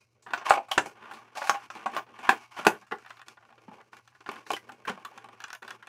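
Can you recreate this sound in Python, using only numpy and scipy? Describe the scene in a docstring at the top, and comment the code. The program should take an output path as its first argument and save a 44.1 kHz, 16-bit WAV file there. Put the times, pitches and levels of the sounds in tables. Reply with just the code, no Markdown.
"""A small quiet room with faint air and hum: fingers pick at the tucked flap of a small card box until it
pops open, then fold the tabs out and reach inside. Slips of nail or card drive box modes with short
noise stutters and add treble cracks; freed edges twang as rising tones; between snaps, grains of
friction rub the box. The room answers with decaying noise; one close microphone."""
import sys
import numpy as np
from scipy import signal
from scipy.fft import rfft, irfft, next_fast_len
from scipy.io import wavfile
from scipy.ndimage import uniform_filter1d, map_coordinates

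SR = 44100
rng = np.random.default_rng(int(sys.argv[2]) if len(sys.argv) > 2 else 0)


def undo_db(level):
    """Turn decibels back into plain size, where 20 dB means ten times bigger."""
    steps = np.asarray(level, float) / 20
    return 10 ** steps


def dump(signal):
    """Clip the signal to [-1, 1] and save it as 16-bit WAV at the path in sys.argv[1]."""
    limited = np.clip(np.atleast_2d(signal).T, -1, 1)
    pcm = np.round(limited * 32767).astype(np.int16)
    wavfile.write(sys.argv[1], SR, pcm)


N = 259308  # samples
OPEN_S = 2.95  # the flap comes free


def unit(x):
    """Scaled to rms 1."""
    return x / np.sqrt(np.mean(x ** 2) + 1e-20)


def along(points, hz):
    """(frequency [Hz], value) points read on a log frequency axis."""
    f, v = np.transpose(points)
    return np.interp(np.log(hz + 1), np.log(f + 1), v)


def coloured(x, points):
    """x filtered by a (frequency [Hz], gain [dB]) spectrum."""
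    size = next_fast_len(len(x) + 8192)
    gain = undo_db(along(points, np.fft.rfftfreq(size, 1 / SR)))
    return irfft(rfft(x, size) * gain, size)[:len(x)]


def wobble(knots_per_s):
    """Smooth random curve through normal-distributed knots."""
    knots = rng.standard_normal(int(N * knots_per_s / SR) + 4)
    return map_coordinates(knots, [np.arange(N) * knots_per_s / SR])


# air noise spectrum: (frequency [Hz], relative density [dB])
AIR_SPECTRUM = [(25, -16), (50, -3), (85, 15.5), (119, 23.5), (160, 7), (500, -8), (1300, -5), (2000, -14),
                (3000, -18.5), (4400, -15.5), (5900, -6), (8000, -25), (16000, -26)]
# hum tones: (frequency [Hz], mean rms level [dB])
HUM_TONES = [(119, -75.5)]


def room_tone():
    """Steady coloured air noise plus a hum wavering in level and phase."""
    t = np.arange(N) / SR
    waver_db, drift_rad = 2.5 * wobble(10), 1.3 * wobble(10)
    hum = 0
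    for hz, rms_db in HUM_TONES:
        hum = hum + np.sqrt(2) * undo_db(rms_db + waver_db) * np.sin(2 * np.pi * hz * t + drift_rad)
    air = undo_db(-78) * unit(coloured(rng.standard_normal(N), AIR_SPECTRUM))
    return air + hum


# room decay: (frequency [Hz], t60 [s])
ROOM_DECAY = [(150, 0.2), (1000, 0.13), (4000, 0.11), (12000, 0.17)]


def echo(x, length):
    """Diffuse room answer: fresh noise, each frequency dying at its own speed."""
    hz, t, bins = signal.stft(rng.standard_normal(SR // 3), SR, nperseg=256)
    t60 = along(ROOM_DECAY, hz)[:, None]
    tail = signal.istft(bins * undo_db(-60 * t / t60), SR, nperseg=256)[1]
    tail[:round(0.003 * SR)] = 0
    return signal.fftconvolve(x, tail / np.linalg.norm(tail))[:length]


# box modes, air cavity then walls then small bright panels:
# (nominal frequency [Hz], relative level [dB], t60 before damping [s])
BOX_MODES = [(227.2, -1, 0.089), (326.8, -13, 0.12), (395, 1, 0.042), (472, 1.5, 0.022), (509, -6, 0.03),
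             (713, -10, 0.06), (804, -3, 0.22), (865.3, 2, 0.12), (979.6, 5, 0.066), (1086, 6, .07),
             (1181, 9.5, 0.042), (1418, 18.5, 0.019), (1650, 5.5, 0.023), (1816, 3, 0.012),
             (2282, 4.5, 0.036), (2431, -0.5, 0.047), (2622, 9.5, 0.014), (2984, -4.5, 0.015),
             (3374, -14.5, 0.061), (3860, -22, 0.033)]


def ringing(scatter_db, damping, grip_db_per_octave):
    """Impulse responses of cavity, walls and panels: decaying sines, scattered as for a new spot."""
    hz, db, t60 = np.transpose(BOX_MODES)[:, :, None]
    t = np.arange(SR // 5) / SR
    chance = rng.standard_normal((2, *hz.shape))
    bent_hz = hz * (1 + 0.012 * chance[0])
    db = db + grip_db_per_octave * np.log2(hz / 1000) + scatter_db * chance[1]
    modes = undo_db(db - 60 * t * damping / t60) * np.sin(2 * np.pi * bent_hz * t)
    modes = modes * (1 - np.exp(-t * hz / 0.74))  # card gives: a mode takes part of a cycle to build
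    walls_hz, panels_hz = 580, 2000  # lower limits
    part = (hz[:, 0] > walls_hz).astype(int) + (hz[:, 0] > panels_hz)
    return np.array([modes[part == k].sum(axis=0) for k in range(3)])


# skin and card sliding: (start [s], length [s], wall level before the microphone [dB],
# squeeze on the hollow [dB], dryness of the contact [dB])
STROKES_TABLE = [(0, 0.033, -69.5, 1.5, 14), (0.058, .08, -78.5, 6, 13), (0.133, 0.18, -72, 8, 3),
                 (0.257, 0.16, -44.5, -15, -12), (0.268, 5.1, -74, 1, 11), (0.442, 0.11, -30, -30, -2),
                 (0.482, 0.045, -26, -41, -13), (0.603, 0.063, -59.5, -7.5, 3.5),
                 (0.693, 0.096, -44.5, -11, 2.5), (0.784, .11, -49, 3.5, 2), (0.935, 0.27, -50.5, -4, -9),
                 (1.095, 0.076, -50.5, -2, 2), (1.2, 0.17, -56, -3, -6), (1.343, 0.16, -43, -30, 9.5),
                 (1.498, 0.053, -33.5, -29, -8), (1.582, 0.084, -52.5, -4, 3.5), (1.716, 0.045, -53, -2, 2),
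                 (1.746, .095, -44, -3, -3), (1.882, 0.097, -47.5, -1.5, 0), (1.926, 0.059, -35, -4.5, -8),
                 (2.055, 0.082, -56, 3, -10), (2.127, 0.21, -45, -8, -4.5), (2.225, 0.11, -35, -24, -6),
                 (2.287, 0.056, -39.5, -8, 2), (2.344, 0.1, -49, -11.5, 3.5), (2.503, 0.065, -50.5, -13, 4),
                 (2.561, 0.045, -37.5, -18, -0.5), (2.685, 0.064, -41.5, 1, -9),
                 (2.752, 0.063, -61, -1, 11), (2.932, .1, -63.5, -5, 6), (3.042, .14, -59.5, -7, 5),
                 (3.257, 0.059, -55, 0, 6.5), (3.384, 0.39, -65.5, 4, 1.5), (3.668, .13, -58.5, 4, -1.5),
                 (3.842, 0.12, -68.5, 4, -5), (3.918, 0.06, -54, -2, 5), (4.019, 0.21, -72.5, -6.5, 9.5),
                 (4.205, 0.043, -61, -4, 5), (4.254, 0.14, -45, -1, 0), (4.451, 0.11, -51, 1, 14),
                 (4.585, 0.26, -60, 4.5, 0), (4.872, 0.026, -29.5, -4, -3), (4.965, .18, -54.5, -1.5, -1),
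                 (5.147, 0.2, -55, 0, -3), (5.363, 0.15, -56, -12, -3), (5.615, .13, -51.5, 1, 1),
                 (5.77, .11, -59.5, -1, 0.5)]
# hiss of sliding skin: (frequency [Hz], relative gain [dB])
SKIN_SPECTRUM = [(2500, -27.5), (3800, 3), (6000, 0.5), (7500, -7), (11000, -12.5), (16000, -24.5)]
ATTACK_S, SWELL_SHARE, RELEASE_DB_PER_S = 0.0066, 0.16, 351
PANELS_RUB_DB, HISS_RUB_DB = -7, -18  # re walls
SHUT_PANELS_DB = 0.5  # extra while the tucked flap scrapes the panels
PANEL_DRYNESS_SHARE = 0.34  # dryness lifts the hiss fully, the panels by this share
TICKS_PER_S, TICK_DB = 90, 11  # fibres catching


def stroke_gains():
    """Gain curves of walls, hollow, panels and hiss: strokes swell, then die when the finger stops."""
    start, length, db, squeeze_db, dryness_db = np.transpose(STROKES_TABLE)[:, :, None]
    t = np.arange(0, N + 64, 32) / SR
    swell = np.clip((t - start) / (ATTACK_S + SWELL_SHARE * length), 0, 1)
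    shape = swell * undo_db(db - RELEASE_DB_PER_S * np.maximum(t - start - length, 0))
    panels_db = PANELS_RUB_DB + SHUT_PANELS_DB * (start < OPEN_S) + PANEL_DRYNESS_SHARE * dryness_db
    gains = []
    for layer_db in (0 * db, squeeze_db, panels_db, HISS_RUB_DB + dryness_db):
        total = np.sqrt(((shape * undo_db(layer_db)) ** 2).sum(axis=0))
        gains.append(np.interp(np.arange(N) / SR, t, total))
    return gains


def rub():
    """Clumped friction grains and catching fibres drive the box; a shifting grip tilts its modes."""
    clumps = undo_db(2.2 * wobble(45) + 1.7 * wobble(160))
    ticks = 1 + undo_db(TICK_DB) * (rng.random(N) < TICKS_PER_S / SR)
    grains = clumps * ticks * rng.standard_normal(N) * rng.exponential(1, N) ** 1.26
    slack = signal.fftconvolve(grains[None], ringing(3, 2.4, -6), axes=1)[:, :N]
    tight = signal.fftconvolve(grains[None], ringing(3, 2.4, 6), axes=1)[:, :N]
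    tightness = np.clip(0.34 + 0.27 * wobble(36), 0, 1)
    hollow, walls, panels = [tightness * unit(b) + (1 - tightness) * unit(a)
                             for a, b in zip(slack, tight)]
    hiss = unit(coloured(grains, SKIN_SPECTRUM))
    walls_gain, hollow_gain, panels_gain, hiss_gain = stroke_gains()
    dry = walls_gain * walls + hollow_gain * hollow + panels_gain * panels + hiss_gain * hiss
    return dry + undo_db(-18.5) * echo(dry, N)


# free card edges letting go, pitch set by edge length:
# (time [s], starting frequency [Hz], nominal level before the microphone [dB], mean t60 [s])
TWANGS_TABLE = [(0.011, 2450, -58.5, 0.085), (0.265, 1530, -42, 0.06), (0.715, 3040, -14, 0.025),
                (2.292, 1603, -3, 0.017), (2.669, 2566, -17.5, .035), (2.92, 1444, -32, 0.043),
                (4.535, 3005, -24.5, 0.034), (4.567, 2000, -26, 0.026), (4.691, 1390, -35, .05),
                (4.851, 1610, -24.5, 0.024), (5.051, 1137, -35.5, 0.078)]
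TWANG_RISE_PER_S = 0.8  # the edge straightens and its note climbs, as a share of the start


def twangs():
    """One rough, fading, rising sine for each freed edge."""
    out, t = np.zeros(N + SR), np.arange(SR // 5) / SR
    for start_s, hz, db, t60 in TWANGS_TABLE:
        noise = rng.standard_normal((2, len(t)))
        flutter = uniform_filter1d(noise, size=250, axis=1) * np.sqrt(250)
        phase = 2 * np.pi * hz * (t + TWANG_RISE_PER_S * t ** 2 / 2) + 0.82 * flutter[1]
        note = undo_db(db + 2.6 * flutter[0] - 60 * t / t60) * np.sin(phase)
        note *= 1 - np.exp(-t / 0.0017)
        out[round(start_s * SR):][:len(t)] += note + undo_db(-2) * echo(note, len(t))
    return out[:N]


# slips of nail and card: (time [s], dry wall peak before the microphone [dB],
# hollow thump re walls [dB], crack re walls [dB], grip [dB per octave])
SNAPS_TABLE = [(0.222, -58, -7, 2.5, -6), (0.263, -30.5, -12, -44, -2), (0.305, -30.5, -10, -25, 7),
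               (0.334, -11.5, -22, -22.5, 0), (0.375, -26, -10, -17, -3), (.412, -33.5, -15, -26, -11),
               (0.466, -34, -32, -25, -10), (0.495, -26.5, -11, 2, -21), (.507, 5, -55, -62, -15.5),
               (.573, -15, -21, -40, -40), (0.684, -37, -16, -18, -12), (0.713, -17.5, -33, -11.5, -11),
               (.778, -4, -5, -19, 3), (.858, -26, -12, -16.5, -21), (.992, -50, -23, -31, -4),
               (1.111, -28.5, -38, -23, 0), (1.134, -38, -4, -9, -1), (1.185, -43, -22, -14, -8),
               (1.352, -32, -35, -15, -11), (1.371, -24.5, -41, -12, -14), (1.417, -20.5, -36, -39, -8),
               (1.44, -26.5, -37, -15.5, -13), (1.47, -22.5, -31, -17, 6), (1.495, -1, -27, -18.5, -6.5),
               (1.542, -22, -34, -23, -32), (1.619, -38, -17, -28, 3), (1.701, -26, -17, -20, 2),
               (1.758, -36.5, -7.5, -17, 12), (1.859, -16, -13, -28.5, -10.5),
               (1.947, -31.5, -22, -15, -12), (1.965, -13.5, -26, -24, -10), (2.064, -46, -3, -23, -14),
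               (2.188, -34, -3.5, -20, -5), (2.229, -29.5, -8, -24, -6), (2.291, -1, -12.5, -23, -4),
               (2.325, -25, 1, -26, 6), (2.567, -31.5, -22, -25, -7), (2.589, -26, 0.5, -30, -4.5),
               (2.635, -37, -18, -18, -10), (2.649, -19, -22, -20.5, 7), (2.667, 3, -3.5, -20.5, -6),
               (2.819, -42.5, -9, -31, -3.5), (2.866, -49, -18, -15, 9), (2.911, -27, -30, -29, 1),
               (2.92, -16.5, -4, -51, 3.5), (2.983, -44.5, -3, -10, 8), (3.023, -47, -29, -31, 15),
               (3.047, -38.5, -21, -27, 13), (3.061, -35.5, -38, -21, 27), (3.075, -47, -30, -28, 19),
               (3.104, -30, -38, -21, 18), (3.168, -41.5, -18, -12, 19), (3.193, -41, -32, -13, 15),
               (3.215, -35.5, -28, -16, 7), (3.282, -33, -15, -6.5, 19), (3.371, -41, -18, -32.5, -5),
               (3.406, -50, -18, -22, -7), (3.425, -47.5, -24, -21, -7), (3.45, -45.5, -17, -19.5, -2),
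               (3.488, -46, -23, -31, -1), (3.503, -44.5, -9, -24, -7), (3.524, -41.5, -17, -28, -6),
               (3.579, -45, 1.5, -22, 6), (3.62, -57, -19.5, -24.5, 2), (3.681, -35.5, 7, -42, -18),
               (3.714, -37, -16, -33, -31), (3.782, -43.5, -38, -27, -31), (3.803, -42, -26, -29, -1),
               (3.93, -35, -36, -28.5, 5), (3.967, -38, -10, -12, 4), (3.993, -49, -24, -27.5, 8),
               (4.075, -44.5, -27.5, -8.5, 21.5), (4.119, -51, -24.5, -34, -0.5),
               (4.149, -46.5, -22.5, -23, 4), (4.205, -39.5, -6.5, -13, 7), (4.261, -30, -16, -24, 14),
               (4.29, -17, -6.5, -26.5, -2.5), (4.314, -30.5, -22, -12, -4), (4.358, -32.5, -11, -22, 14),
               (4.465, -35.5, -19, -26, 17), (4.504, -16, -36, -17.5, -12.5), (4.515, -29.5, 7, 1, 0.5),
               (4.533, -20, -4, -9.5, 0), (4.565, -25, -24, -14, 14), (4.692, -31.5, -6.5, -24, -9),
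               (4.719, -38.5, -1, -9, -3.5), (4.854, -35, -7.5, -21, 11), (4.88, -41, -31, -17, 9),
               (4.896, -20.5, 3, -15, -4.5), (4.975, -30.5, -10, -29, -13), (5.049, -28.5, -28, -12, 30),
               (5.112, -41, -24, -20, -30), (5.176, -31, -15, -14, 9), (5.215, -48, -9, -21, 1),
               (5.242, -33.5, -35, -19, -9), (5.286, -36.5, -14, -16.5, -7), (5.349, -54, -33, -30, 5),
               (5.402, -32.5, -20, -13.5, 22), (5.418, -40, -37, -10, 14), (5.439, -24.5, -21, -11, 22),
               (5.48, -40, -36, -9, 22), (5.502, -27, -28, -13, 22), (5.529, -27, -34, -7, 15),
               (5.549, -30.5, -40, -8, 13), (5.621, -33.5, -7, -23, 7), (5.627, -31, -12, -15, 9),
               (5.678, -31.5, -28, -12.5, 29), (5.693, -38, -39, -13, 21), (5.705, -28, -40, -9.5, 22),
               (5.825, -36.5, -26, -19, 19), (5.87, -33, -30, -14.5, 19)]
# treble crack: (frequency [Hz], mean relative gain [dB])
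CRACK_SPECTRUM = [(2500, -22.5), (3800, 3.5), (6000, 1.5), (8000, -3.5), (11000, -11), (16000, -18)]
SLIP_MS, SLIP_MS_PER_DB, OPEN_SLIP_SHARE = 2.84, 0.2132, 0.62  # weak slips drag on; loose tabs let go sooner
# sharper slips and a tighter grip reach the bright panels
PANELS_DB, PANELS_DB_PER_CRACK_DB, PANELS_DB_PER_GRIP = -4.5, 0.28, 0.043


def snaps():
    """Each slip is a short stutter of the card edge, ringing the box and cracking in the treble."""
    out, t = np.zeros(N + SR), np.arange(SR // 5) / SR
    for start_s, db, thump_db, crack_db, grip in SNAPS_TABLE:
        opened = start_s > OPEN_S  # an open box rings shorter and holds less sound
        slip_ms = (SLIP_MS - SLIP_MS_PER_DB * db) * (OPEN_SLIP_SHARE if opened else 1)
        panels_db = PANELS_DB + PANELS_DB_PER_CRACK_DB * crack_db + PANELS_DB_PER_GRIP * grip
        u = 1000 * t / slip_ms
        fade = (1 - np.exp(-6 * u)) * np.exp(-u)  # long slips start softly

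        # strong snaps let go more cleanly
        stutter = undo_db(-15.5 - 0.16 * db) * fade * rng.standard_normal(len(t)) ** 3
        # first blow of the nail, weak in long slips
        stutter[:24] += (2.19 + 1.5 * opened) / slip_ms * np.hanning(24) / 4

        response = ringing(1.4, 2.53 + 0.19 * opened, grip)
        rung = signal.fftconvolve(stutter[None], response, axes=1)[:, :len(t)]
        # the cavity answers mostly the first blow, which favours its upper modes
        blow = ringing(0.8, 3.5, grip_db_per_octave=3.5)[0]
        rung[0] = blow + 0.82 * rung[0] / np.abs(rung[0]).max()
        # the first swing is free, then the fingers damp the card
        rung[1:] *= 1 + 0.9 * np.exp(-(t / 0.002) ** 2)

        # no two edges crack alike
        edge = [(hz, gain_db + 4 * rng.standard_normal()) for hz, gain_db in CRACK_SPECTRUM]
        crack_shape = fade ** 4.5 + (0.35 - 0.35 * opened) * fade ** 0.5
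        crack = coloured(rng.standard_normal(len(t)) * crack_shape, edge)

        parts = np.vstack([rung, crack])
        parts = parts / np.abs(parts).max(axis=1, keepdims=True)
        dry = undo_db([thump_db, 0, panels_db, crack_db]) @ parts
        room = undo_db(-5.0 - 2.54 * opened) * echo(dry, 2 * len(t))
        whole = np.pad(dry, (0, len(t))) + room
        out[round(start_s * SR):][:len(whole)] += undo_db(db) * whole
    return out[:N]


# microphone response to box and hands: (frequency [Hz], gain [dB])
MIC_RESPONSE = [(20, -51.5), (70, -18.5), (150, -17.5), (200, -14.5), (260, -6), (15600, 4), (16500, -71.5)]


def scene():
    """Box and hands reach the microphone thin in the bass; the room tone lies under them."""
    box_and_hands = rub() + twangs() + snaps()
    return (room_tone() + coloured(box_and_hands, MIC_RESPONSE))[None]


def top_cut(x):
    """Nothing passes above the cut-off."""
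    return signal.sosfilt(signal.butter(12, 16640, fs=SR, output="sos"), x)


def record(dry):
    """The loudest peaks round off smoothly in the microphone's amplifier."""
    limit = 0.97
    rounded = dry / (1 + np.abs(dry / limit) ** 4) ** (1 / 4)
    return top_cut(rounded)


dry = scene()
out = record(dry)
dump(out)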